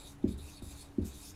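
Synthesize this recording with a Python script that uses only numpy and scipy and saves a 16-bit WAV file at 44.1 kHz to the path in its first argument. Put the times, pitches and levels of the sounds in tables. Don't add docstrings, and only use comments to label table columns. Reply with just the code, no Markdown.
import sys
import numpy as np
from scipy import signal
from scipy.io import wavfile
from scipy.ndimage import uniform_filter1d

SR = 44100
rng = np.random.default_rng(int(sys.argv[2]) if len(sys.argv) > 2 else 0)


def wrap_up_sound(samples):
    columns = np.atleast_2d(samples).T
    tamed = np.clip(columns, -1, 1)
    steps = np.round(tamed * 32767).astype(np.int16)
    wavfile.write(sys.argv[1], SR, steps)


def gain_from_db(level_db):
    decades = np.asarray(level_db, float) / 20
    return 10 ** decades


N = 59535


def evened(x):
    return x / np.sqrt(np.mean(x ** 2) + 1e-20)


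def drifting(x, size, axis=-1):
    return uniform_filter1d(uniform_filter1d(x, size=size, axis=axis), size=size, axis=axis)


def resonate(x, hz, width_hz):
    turn = np.exp(2j * np.pi * np.cumsum(hz * np.ones(len(x))) / SR)
    r = np.exp(-np.pi * width_hz / SR)
    low = signal.lfilter([1 - r], [1, -r], x / turn)
    low = signal.lfilter([1 - r], [1, -r], low)
    return evened((turn * low).real)


def coloured(x, points, patch_db=0.):
    hz, _, z = signal.stft(x, SR, nperseg=1024, noverlap=896)
    point_hz, point_db = np.transpose(points)
    curve_db = np.interp(np.log(hz + 1), np.log(point_hz + 1), point_db)
    patches = drifting(rng.standard_normal(z.shape), 14, axis=0)
    patches = evened(drifting(patches, 14, axis=1))
    z = z * gain_from_db(curve_db[:, None] + patch_db * patches)
    return evened(signal.istft(z, SR, nperseg=1024, noverlap=896)[1][:N])


def strokes():
    # (time [s], nib speed [dB], nib resonance [Hz],
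    # barrel pressure [dB], tip hiss [dB])
    first_run = [
        [(0.0, -59.5, 7300, 2, -5), (0.042, -61.5, 7550, -0.5, 1.5), (0.078, -57.5, 6300, -4, -2),
         (0.124, -59.5, 6300, -11, -7), (0.144, -72.5, 6690, -2, 4.5), (0.154, -67, 6720, -11, -17),
         (0.17, -79, 6730, -20, 0)],
        [(0.255, -74.5, 7000, 0, -2), (0.265, -85, 6970, 5, -8), (0.281, -61.5, 7060, 3.5, -5),
         (0.309, -59.5, 7960, -5, 0), (0.327, -61, 8050, 2, 1), (0.365, -78.5, 6800, 8, -1)],
        [(0.37, -75, 7600, -3, -10), (0.382, -58, 8000, -15, 0.5), (0.398, -61, 8200, -4.5, 0.5),
         (0.458, -58.5, 7040, -5, -1.5), (0.518, -59, 6360, -2, -8), (0.584, -64, 7700, 2, 3),
         (0.615, -75, 6970, 0, -2)],
    ]
    second_run = [
        [(0.616, -77, 7700, 4, -4), (0.624, -61, 8100, -3, -0.5), (0.718, -55.5, 7100, -5, -3),
         (0.75, -60, 6340, 0, -5), (0.824, -56, 7900, -4, -5.5), (0.844, -62.5, 7810, 1.5, -5),
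         (0.904, -74, 6540, -5, -6), (0.92, -74.5, 6290, 1, -4)],
        [(1.01, -84, 7180, -11, 5), (1.022, -67, 7400, 5, -2), (1.034, -74, 7440, 4, -8),
         (1.054, -52.5, 6900, -12.5, -16), (1.08, -51, 6940, -15, -15), (1.135, -62, 7000, 3.5, -12)],
        [(1.136, -57.5, 6000, -0.5, -7), (1.17, -56, 6760, -8, -7), (1.204, -57, 7360, -5.5, -6),
         (1.258, -52.5, 6000, -9, -9), (1.306, -54, 6270, -11.5, -14), (1.338, -67.5, 6700, -3, -23),
         (1.35, -69, 6660, -3, -4.5)],
    ]
    # (frequency [Hz], width [Hz], level [dB])
    barrel_modes = [(2500, 330, -9.5), (3800, 445, 0), (4380, 220, -5.5), (4914, 350, -7)]
    # (frequency [Hz], width [Hz], level [dB])
    fibre_modes = [(12970, 1600, -9), (8570, 810, -9.5), (5830, 2000, -23)]
    # (frequency [Hz], level per Hz [dB])
    fizz_spectrum = [(880, -8), (1500, -26), (3090, 1), (3760, -15), (4140, 5.5), (9050, 9), (10300, 9.5),
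                     (15500, 1)]
    slips_per_s, slip_spread_db = 9000, 1

    s, speed_db, nib_hz, press_db, tip_db = np.concatenate(list(first_run) + list(second_run)).T
    t = np.arange(N) / SR
    speed = gain_from_db(np.interp(t, s, speed_db))
    press = gain_from_db(np.interp(t, s, press_db))

    slips = (rng.random(N) < slips_per_s / SR) * rng.standard_normal(N)
    slips = slips * gain_from_db(slip_spread_db * rng.exponential(1, N))
    slips = coloured(slips, [(20, 0), (20000, 0.0044)], patch_db=1.6)

    barrel = sum(gain_from_db(db) * resonate(slips, hz, width) for hz, width, db in barrel_modes)
    fibre = 0
    for k, (hz, width, db) in enumerate(fibre_modes):
        fibre = fibre + (-1) ** k * gain_from_db(db) * resonate(slips, hz, width)
    tip = gain_from_db(np.interp(t, s, tip_db) - 2.5) * resonate(slips, 10250.0, 1400.0)
    nib = resonate(slips, np.interp(t, s, nib_hz), 2180)
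    fizz = gain_from_db(-4.5) * coloured(rng.standard_normal(N), fizz_spectrum, patch_db=-2.5)
    rubbing = speed * (gain_from_db(-2.0) * press * barrel + gain_from_db(-5) * (fibre + nib) + tip + fizz)
    return rubbing + catches(slips, t) + drag(t)


def catches(slips, t):
    # (time [s], length [s], frequency [Hz], level [dB])
    moments = [(0.064, 0.098, 3720, -64.5), (.232, 0.01, 3730, -68), (0.328, 0.035, 4420, -67),
               (0.399, 0.052, 3800, -60.5), (0.45, 0.068, 2600, -68.5), (.492, 0.029, 2610, -59.5),
               (0.575, 0.043, 4380, -61), (0.589, 0.03, 2500, -65), (0.722, 0.074, 2500, -68),
               (0.812, 0.065, 4370, -62), (0.817, 0.081, 9700, -61.5), (1.084, 0.055, 2500, -66.5),
               (1.268, 0.2, 5380, -62), (0.02, 0.076, 2500, -71), (1.283, 0.24, 2520, -75),
               (0.495, .08, 6150, -70), (.71, 0.043, 7400, -69), (1.21, .06, 12900, -71),
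               (1.04, .03, 1480, -63.5), (1.26, 0.1, 10060, -63)]
    q = 8.5
    out = np.zeros(N)
    for s, length, hz, db in moments:
        swell = np.exp(-2 * ((t - s) / length * 2) ** 2)
        out += gain_from_db(db) * swell * resonate(slips, hz, hz / q)
    return out


def drag(t):
    # (time [s], rocking level [dB])
    lean = [(0, -57.5), (.1, -59), (.2, -60), (.3, -40.5), (.43, -49.5), (.53, -59), (.58, -68), (.66, -64),
            (.73, -72), (.77, -68), (.82, -59), (.9, -78), (1.02, -41), (1.14, -62), (1.2, -85),
            (1.27, -60), (1.35, -52)]
    rocking = gain_from_db(np.interp(t, *np.transpose(lean)))
    return rocking * resonate(rng.standard_normal(N), 69.9, 43)


def ring(t, modes, rise_s, lead_s=0.):
    swell = np.sin(np.pi / 2 * np.clip((t + lead_s) / rise_s, 0, 1)) ** 2
    return swell * sum(gain_from_db(db - 60 * abs(t) / t60) * np.cos(2 * np.pi * hz * t) for hz, db, t60 in modes)


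def taps():
    landing_s = [.2456, .6254, .9876]
    # (blow [dB], panel ring [dB], sway [dB], tick [dB])
    levels = [
        (-16, -28.5, -34.5, -41.5),
        (-38, -48.5, -41, -47),
        (-19, -31.5, -33.5, -55),
    ]
    # (frequency [Hz], level [dB], T60 [s])
    panel = [(133, -13, 0.43), (187, -3.5, 0.26), (214.4, 0.5, 0.209), (229.2, -4, 0.21),
             (260.2, -1.5, 0.23), (297.6, -6.5, 0.24), (359.7, 0.5, .13), (408, -21.5, 0.46),
             (483, -23, 0.29), (545, -19, 0.16), (632, -18.5, 0.102), (658, -31.5, 0.08)]
    # (frequency [Hz], level [dB], T60 [s])
    mounts = [
        (86.3, 3.5, 0.28),
        (67.15, -5, 0.68),
    ]
    blow_lead_s, blow_len_s, blow_hz = 0.0056, 0.0104, 275
    tick = [(667, None, 0.012)]

    out = np.zeros(N)
    for s, (blow_db, ring_db, sway_db, tick_db) in zip(landing_s, levels):
        t = np.arange(N) / SR - s
        push = np.sin(np.pi * np.clip((t + blow_lead_s) / blow_len_s, 0, 1)) ** 2
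        tick = [(667, tick_db, 0.012)]
        out += ring(t + 0.00327, tick, 0.0014, 0.0019)
        out += gain_from_db(blow_db) * push * np.cos(2 * np.pi * blow_hz * t)
        out += gain_from_db(ring_db) * ring(t, panel, rise_s=0.0053, lead_s=-0.001)
        out += gain_from_db(sway_db) * ring(t, mounts, rise_s=0.004, lead_s=-0.004)
    return out + room_tail(out)


def room_tail(x):
    level_db, t60_s, top_hz = -9, 0.29, 550
    t = np.arange(SR // 2) / SR
    tail = rng.standard_normal(len(t)) * gain_from_db(-60 * t / t60_s) * (t > 0.008)
    tail = signal.lfilter(*signal.butter(2, top_hz, fs=SR), tail / np.linalg.norm(tail))
    return gain_from_db(level_db) * signal.fftconvolve(x, tail)[:N]


def room():
    # (frequency [Hz], level per Hz [dB])
    air_spectrum = [(12, -37), (20, 11.5), (196, -8), (297, -14.5), (415, -8), (491, -16.5), (833, -14.5),
                    (906, -16.5), (15500, -45)]
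    # (frequency [Hz], level [dB], width [Hz])
    ducts = [(201.4, -69.5, 10), (140.1, -64.5, 16), (307, -67.5, 8.4), (40, -74, 2.7)]
    fan_hz, fan_db, waver_db = 282, -59.5, 2.5
    hum = sum(gain_from_db(db) * resonate(rng.standard_normal(N), hz, width) for hz, db, width in ducts)
    waver = evened(drifting(rng.standard_normal(N), 2500))
    fan = gain_from_db(fan_db + waver_db * waver) * np.sin(2 * np.pi * fan_hz * np.arange(N) / SR)
    air = gain_from_db(-54.5) * coloured(rng.standard_normal(N), air_spectrum, patch_db=1.18)
    return air + hum + fan


def scene():
    return (taps() + strokes() + room())[None]


def band_limit(x):
    return signal.sosfilt(signal.butter(12, 15630, fs=SR, output="sos"), x)


def record(dry):
    roll_off = signal.butter(N=8, Wn=15350, fs=SR, output="sos")
    mix = signal.sosfilt(roll_off, dry)
    return band_limit(mix)


dry = scene()
out = record(dry)
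wrap_up_sound(out)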